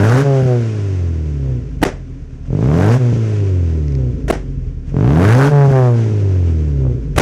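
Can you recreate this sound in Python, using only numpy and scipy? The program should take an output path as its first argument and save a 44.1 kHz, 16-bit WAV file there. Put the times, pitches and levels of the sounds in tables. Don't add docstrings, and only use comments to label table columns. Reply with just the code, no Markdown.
import sys
import numpy as np
from scipy import signal
from scipy.fft import rfft, irfft, next_fast_len
from scipy.io import wavfile
from scipy.ndimage import map_coordinates

SR = 44100
rng = np.random.default_rng(int(sys.argv[2]) if len(sys.argv) > 2 else 0)


def master_out(mix):
    frames = np.transpose(np.atleast_2d(mix))
    ceiling = np.clip(frames, -1, 1)
    pcm = np.round(ceiling * 32767).astype(np.int16)
    wavfile.write(sys.argv[1], SR, pcm)


def makeup_ratio(level_db):
    decades = np.asarray(level_db, float) / 20
    return 10 ** decades


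N = 317961
TIME = np.arange(N) / SR

# opens_s, fuel_cut_s
BLIPS = [
    (-.3, .246),
    (2.467, 2.988),
    (4.895, 5.51),
]
# time_s, firing_hz
REVS = [
    [(0, 95.6), (.2, 138.3), (.25, 140.2), (.46, 127.6), (.7, 109.8), (1.04, 86.5), (1.59, 59.52),
     (1.76, 45.7), (2.49, 36.2)],
    [(2.57, 47.9), (2.82, 95.8), (2.97, 130.5), (3.03, 122.9), (3.39, 102.2), (3.63, 85.27), (4.08, 60.5),
     (4.4, 46.34), (4.86, 35.1)],
    [(4.93, 38.61), (5.2, 86.76), (5.39, 133.2), (5.5, 146), (5.7, 135.5), (5.9, 119.7), (6.4, 88.6),
     (6.95, 58.36), (7.15, 47.9)],
]
# combustion_db, idle_firing_db, pumping_db, pipe_snap_db, jet_db
EFFORT = [
    (-.5, -1, -3, 0, -3),
    (-1.1, 3, -0.17, -12, -7),
    (2.5, 2, 1, 1, 0.5),
]
# time_s, strength_db
STRAY_FIRINGS = [(.426, -16.5), (0.456, -18.5), (1.692, -45), (1.769, -32.5), (1.812, -27), (1.935, -35),
                 (2.026, -45.5), (2.122, -39.5), (2.221, -38.5), (2.328, -40.5), (2.435, -39),
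                 (3.128, -15.5), (3.163, -18.5), (4.278, -30.5), (4.397, -40), (4.485, -34), (4.575, -36.5),
                 (4.672, -34), (4.77, -35.5), (4.877, -33.5), (4.922, -51), (5.679, -16), (5.710, -15),
                 (7.015, -33), (7.112, -32.5), (7.159, -24)]
FIRST_KICKS = [2.505, 2.551, 2.590, 2.659, 2.741, 4.943, 4.988, 5.009]
OPEN_S, CUT_S = 0.058, 0.041
PLATE_LAG_S, PLATE_S = 0.063, 0.05
PUMP_LEAD_S, PUMP_RISE_S, PUMP_LOADED_DB = 0.076, 0.092, -28.5
FLOW_LEAD_S, FLOW_FALL_S = 0.042, 0.04
SNAP_GAP_S, SNAP_GAP_DB = 0.015, -23.5
STRAY_MUTE_S, STRAY_MUTE_DB = 0.017, -7
GASP_S, GASP_DB = 0.032, 7

# firing_hz, level_db
FIRE_LOADED = [(38, -19), (50, -19), (65, -14.5), (90, -11), (115, -10), (140, -14)]
# firing_hz, level_db
FIRE_IDLE = [(35, -45), (42, -41), (50, -36.5), (58, -33), (66, -40), (140, -50.5)]
# firing_hz, level_db
PUMPING = [(38, -31.5), (47, -23.5), (55, -19), (61, -10.5), (72, -13.5), (88, -12.5), (110, -9),
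           (128, -10.5), (142, -5.5)]
# firing_hz, level_db
BAY_COASTING = [(35, -56.5), (45, -53), (60, -50.5), (85, -45), (110, -39.5), (140, -36.5)]
# firing_hz, level_db
BAY_LOADED = [(35, -53), (55, -42), (85, -36.5), (115, -30), (140, -29)]
# firing_hz, level_db
SNAPPING = [(55, -69), (63, -45), (70, -60), (104, -64), (114, -39.5), (121, -21.5), (142, -19)]
# firing_hz, level_db
JET_LOADED = [(38, -56.5), (50, -50.5), (75, -38.5), (100, -21.5), (140, -21.5)]
# firing_hz, level_db
JET_COASTING = [(60, -65), (95, -64), (112, -49.5), (126, -36.5), (142, -38)]

# pitch_hz, level_db per Hz
BAY_HISS = [(350, -9), (600, 2.5), (907, -8.5), (991, -3), (1210, -10), (1310, -4.5), (1520, -7),
            (2500, -8.5), (4080, -18.5), (6100, -13), (8240, -22.5), (12000, -41.5), (15600, -79),
            (22000, -120)]
# start_s, peak_db
TICKS = [(3.70, -29), (3.882, -24), (3.9217, -24), (3.952, -22)]
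# pitch_hz, level_db per Hz
TICK_CRACK = [(800, -51), (2000, 23.5), (3500, 4.5), (5800, 16), (10000, -23.0)]

# flame_lights_s, blast_s, blast_ends_s, hearing_returns_s
BACKFIRES = [
    (1.816, 1.8265, 1.839, 1.851),
    (4.280, 4.298, 4.3115, 4.325),
    (7.161, 7.1765, 7.188, 7.197),
]
# flame_db, blast_db, echo_db
BACKFIRE_LEVELS = [
    (-19.5, 4, -10),
    (-15, -5, -15),
    (-15.5, 7.5, -6.5),
]
# pitch_hz, level_db per Hz
BLAST = [(59, -47.5), (100, 1.5), (602, -5.5), (1020, -16), (2640, -22.5), (4770, -37), (10200, -31.5),
         (15600, -39.5)]
# pitch_hz, level_db per Hz
ECHO = [(59, -7.5), (100, 0.5), (166, 10), (467, 5.5), (1180, -7), (2010, -6), (4030, -20.5), (5890, -14.5),
        (15600, -32.5)]
# pitch_hz, fall_s
ECHO_FALL = [(200, 0.22), (2000, 0.26), (8000, 0.22), (15000, 0.061)]
# pitch_hz, level_db
BANG_BODY = [(220, -2), (400, 3), (680, 3), (1000, -2), (1500, 1), (2200, -1)]

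# pitch_hz, level_db per Hz
RASP = [(300, -43.5), (700, 1.5), (1250, 1.5), (1600, -1.5), (1950, -5), (2700, -18.5), (6000, -19.5),
        (10000, -21.5), (15600, -27)]
# pitch_hz, level_db
TIP_RING = [(1300, 0), (1480, 8), (1620, 8), (1800, 0)]
# pitch_hz, level_db per Hz
GROWL = [(300, -31.5), (480, 0.5), (620, 1), (850, -5.5), (1200, -14.5), (2000, -40)]
GROWL_DB = -11
GROWL_FROM_HZ, GROWL_OVER_HZ = 45, 40

# pitch_hz, level_db
SNAP_TONE = [(60, -49.5), (200, -24.5), (280, -1.5), (400, -1), (550, -7), (800, -24), (1000, -18),
             (1500, -50), (4000, -100)]
# pitch_hz, level_db
SNAP_EDGE = [(200, -62), (700, -13), (1000, -8.5), (1500, -16), (2200, -43.5), (4000, -61), (8000, -100)]
# time_s, edge_db
NEARNESS = [(0, -16.5), (2.5, -21), (4.5, -6), (7.21, -8)]
# time_s, half_length_s, level_db
RATTLES = [(0.512, 0.033, -20), (1.48, .075, -43), (4.03, .07, -45), (5.777, .04, -16.5), (6.52, .012, -43),
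           (6.861, .022, -35)]

# multiple of the firing rate, level_db
PUMP_HARMONICS = [(.5, -46.5), (1, 1.5), (1.5, -13.5), (2, -3), (2.5, -22), (3, -8.5), (3.5, -16.5),
                  (4, -8.5), (4.5, -20.5), (5, -14), (6, -10.5), (7, -44.5), (8, -11.5), (10, -15.5)]
# pitch_hz, level_db per Hz
PUMP_FLOW = [(30, -10.5), (200, 2.5), (600, 2.5), (1500, -12.5)]
# pitch_hz, level_db
COOL_PIPE = [(30, -17.5), (63, -6.5), (75, -2), (90, 1), (110, -5.5), (125, 2.5), (150, -3), (187, -24),
             (240, -6), (340, -13), (390, -6.5), (450, -16), (500, -17.5), (900, -43.5)]

CYLINDERS = [-0.8, -4, -0.39, -3]
# pitch_hz, level_db per Hz
CHURN = [(30, -9.5), (150, 5.0), (600, 7), (1500, -19.5)]
# pitch_hz, level_db
HOT_PIPE = [(20, -37), (60, -1), (80, -1.5), (120, 7), (155, 4.5), (200, -3.5), (265, -2.5), (305, -4),
            (350, -13), (430, -4.5), (500, -12), (570, -11.5), (1000, -32), (3000, -39)]
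# pitch_hz, level_db
SOFT_PIPE = [(15, -22), (40, 8), (85, 4.5), (110, -2), (130, 9), (170, -2.5), (200, -11.5), (265, 2.5),
             (330, -16.5), (400, -8), (520, -19), (800, -55), (2000, -100)]
# pitch_hz, level_db
MUFFLER = [(20, 0), (1200, 0), (2500, -10), (4500, -34), (12000, -90)]


def unit(x):
    return x / np.sqrt(np.mean(x ** 2) + 1e-20)


def along(points, at):
    hz, value = np.transpose(points)
    return np.interp(np.log(at + 1), np.log(hz + 1), value)


def curves(rows):
    s, *columns = np.transpose(rows)
    return [np.interp(TIME, s, column) for column in columns]


def coloured(x, points):
    m = 2 * next_fast_len(N // 2 + 8192)
    gain = makeup_ratio(along(points, np.fft.rfftfreq(m, 1 / SR)))
    cepstrum = irfft(np.log(gain + 1e-6), m)
    cepstrum[1:m // 2] *= 2
    cepstrum[m // 2 + 1:] = 0
    return irfft(rfft(x, m) * np.exp(rfft(cepstrum)), m)[:N]


def noise(points):
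    return unit(coloured(rng.standard_normal(N), points))


def wobble(rate_hz):
    knots = rng.standard_normal(int(N * rate_hz / SR) + 4)
    return map_coordinates(knots, [TIME * rate_hz])


def ramp(start_s, length_s):
    return np.clip((TIME - start_s) / max(length_s, 1e-3), 0, 1)


def held(lag_s, fall_s):
    return sum(ramp(on, OPEN_S) - ramp(off + lag_s, fall_s) for on, off in BLIPS)


def near(times, width_s):
    return sum(np.exp(-((TIME - s) / width_s) ** 2) for s in times)


def blend(share, on, off):
    return share * on + (1 - share) * off


def crank(speed):
    turns = np.cumsum(speed) / SR
    strays = np.transpose(STRAY_FIRINGS)[0]
    alone = np.diff(strays, prepend=0) > 0.04
    marks = np.sort([*strays[alone], *FIRST_KICKS])
    slip = np.unwrap(np.interp(marks, TIME, turns) % 1, period=1)
    return turns - np.interp(TIME, marks, slip)


def driver():
    speed, = curves(sum(REVS, []))
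    fuel = held(-CUT_S / 2, CUT_S)
    hard = held(PLATE_LAG_S, PLATE_S)
    loaded = held(-PUMP_LEAD_S, PUMP_RISE_S)
    flow = held(-FLOW_LEAD_S, FLOW_FALL_S)
    opens, cuts = np.transpose(BLIPS)
    blip = np.maximum(np.searchsorted(opens, TIME) - 1, 0)
    fire, idle, pump, snap, jet = np.transpose(EFFORT)[:, blip]

    fire_db = blend(fuel, along(FIRE_LOADED, speed) + fire, along(FIRE_IDLE, speed) + idle)
    pump_db = along(PUMPING, speed) + pump + PUMP_LOADED_DB * loaded
    coasting_db = along(BAY_COASTING, speed) + GASP_DB * near(opens, GASP_S)
    hiss_db = blend(flow, along(BAY_LOADED, speed), coasting_db)
    jet_db = blend(flow, along(JET_LOADED, speed), along(JET_COASTING, speed)) + jet
    snap_db = along(SNAPPING, speed) + snap + SNAP_GAP_DB * near(cuts - CUT_S / 2, SNAP_GAP_S)
    snap_db += STRAY_MUTE_DB * near([s for s, _ in STRAY_FIRINGS], STRAY_MUTE_S)
    for s, half_s, db in RATTLES:
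        snap_db = np.maximum(snap_db, db - 20 * ((TIME - s) / half_s) ** 4)

    uneven_db = (2.5 - 1.3 * hard) * wobble(150)
    return dict(speed=speed, turns=crank(speed), hard=hard, fire_db=fire_db, pump_db=pump_db,
                hiss_db=hiss_db, snap_db=snap_db, jet_db=jet_db, uneven_db=uneven_db)


def train(turns, speed, level_db, jitter, cylinders_db=(0,)):
    pulses = np.zeros(N)
    at = np.flatnonzero(np.diff(np.floor(turns)) > 0)
    late = jitter * rng.standard_normal(1000)[:len(at)] * SR / speed[at]
    place = np.clip(at + late.astype(int), 0, N - 1)
    size = makeup_ratio(level_db[at] + np.resize(cylinders_db, len(at)))
    pulses[place] = size * SR / speed[at]
    return pulses


def soften(pulses, samples):
    hump = np.hanning(samples)
    return np.convolve(pulses, hump / hump.sum(), "same")


def steepen(x, lean_s):
    return np.interp(TIME, np.maximum.accumulate(TIME + lean_s * x), x)


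def engine_bay(run):
    clatter = 1 + 0.07 * np.cos(2 * np.pi * run["turns"])
    return makeup_ratio(run["hiss_db"] + 2 + 0.93 * wobble(25)) * clatter * noise(BAY_HISS)


def ticks():
    decays = sum(makeup_ratio(db - 12 - 60 * np.abs(TIME - s) / 0.012) * (TIME > s) for s, db in TICKS)
    return noise(TICK_CRACK) * decays


def backfires():
    flame, blast, out = noise(ECHO), noise(BLAST), np.zeros(N)
    hz, t, grains = signal.stft(noise(ECHO)[:SR], SR, nperseg=256)
    fade_db = -60 * t / along(ECHO_FALL, hz)[:, None]
    for (lit, bang, end, _), (flame_db, blast_db, echo_db) in zip(BACKFIRES, BACKFIRE_LEVELS):
        flare = makeup_ratio(flame_db - 60 * np.abs(TIME - lit) / 0.093)
        out += flare * np.clip((TIME - lit) / 0.0024, 0, 1) * flame
        burst = np.clip(np.minimum((TIME - bang) / 0.004, (end - TIME) / 0.0005), 0, 1)
        out += makeup_ratio(blast_db) * burst * blast
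        patches = makeup_ratio(1.5 * rng.standard_normal(len(t)))
        tail = signal.istft(grains * patches * makeup_ratio(echo_db + fade_db), SR, nperseg=256)[1]
        part = out[round(end * SR):][:SR]
        part += tail[:len(part)]
        grains = np.roll(grains, 97, axis=1)
    return coloured(out, BANG_BODY)


def tailpipe_jet(run):
    puff = unit(0.26 + np.sin(np.pi * (run["turns"] + 0.22)) ** 4)
    size = makeup_ratio(2.2 * wobble(120))
    rasp = makeup_ratio(run["jet_db"]) * coloured(puff * size * noise(RASP), TIP_RING)
    grown = run["hard"] * np.clip((run["speed"] - GROWL_FROM_HZ) / GROWL_OVER_HZ, 0, 1)
    growl = grown * makeup_ratio(run["fire_db"] + run["uneven_db"] + GROWL_DB) * puff * noise(GROWL)
    return rasp + growl


def pipe_snap(run):
    snaps = train(run["turns"] - 0.25, run["speed"], run["snap_db"], jitter=0.0018)
    edge = makeup_ratio(curves(NEARNESS)[0]) * coloured(snaps, SNAP_EDGE)
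    return -coloured(snaps, SNAP_TONE) - edge


def pumping(run):
    angle = 2 * np.pi * (run["turns"] - 0.03)
    strokes = sum(makeup_ratio(db) * np.cos(k * angle) for k, db in PUMP_HARMONICS)
    gusts_db = 1.5 * wobble(20)
    flow = makeup_ratio(-6.5 + gusts_db) * noise(PUMP_FLOW)
    return 1.228 * coloured(makeup_ratio(run["pump_db"]) * (strokes + flow), COOL_PIPE)


def combustion(run):
    speed, hard = run["speed"], run["hard"]
    pulses = train(run["turns"], speed, run["fire_db"] + run["uneven_db"], 0.012, CYLINDERS)
    lazy = (1 - hard) * np.clip((66 - speed) / 10, 0, 1)
    thuds = makeup_ratio(8.5) * lazy * pulses
    kicks = hard * pulses
    for s, db in STRAY_FIRINGS:
        i = round(s * SR)
        target = thuds if speed[i] < 90 else kicks
        target[i] += makeup_ratio(db + 2.5) * SR / speed[i]

    thuds = soften(thuds, 230)
    churn = noise(CHURN) * makeup_ratio(run["fire_db"])
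    sharp = hard * np.clip((speed - 42) / 70, 0, 1)
    kicks = sharp * kicks + soften((1 - sharp) * kicks, 72)
    loaded = coloured(kicks + makeup_ratio(-1) * hard * churn, HOT_PIPE)
    idling = coloured(thuds + makeup_ratio(15.0) * lazy * churn, SOFT_PIPE)
    return -0.7 * (loaded + idling)


def exhaust(run):
    waves = combustion(run) + pumping(run) + pipe_snap(run)
    return coloured(steepen(waves, lean_s=0.00033), MUFFLER)


def scene():
    run = driver()
    return (engine_bay(run) + ticks() + backfires() + tailpipe_jet(run) + exhaust(run))[None]


def low_pass(x):
    return signal.sosfilt(signal.butter(12, 15710, fs=SR, output="sos"), x)


def record(dry):
    top = np.where(dry > 0, 0.56, 0.68)
    x = dry / (1 + np.abs(dry / top) ** 8) ** (1 / 8)
    for _, _, end, back in BACKFIRES:
        deaf = (TIME > end) & (TIME < back)
        sag = 0.25 * np.exp(-np.abs(TIME - end) / 0.005)
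        x = np.where(deaf, makeup_ratio(-15) * x - sag, x)
    x = signal.sosfilt(signal.butter(1, 25, "high", fs=SR, output="sos"), x)
    x = signal.sosfilt(signal.cheby1(10, 1, 15700, fs=SR, output="sos"), x)
    x = signal.sosfilt(signal.butter(1, 9000, fs=SR, output="sos"), x)
    return low_pass(x)


dry = scene()
out = record(dry)
master_out(out)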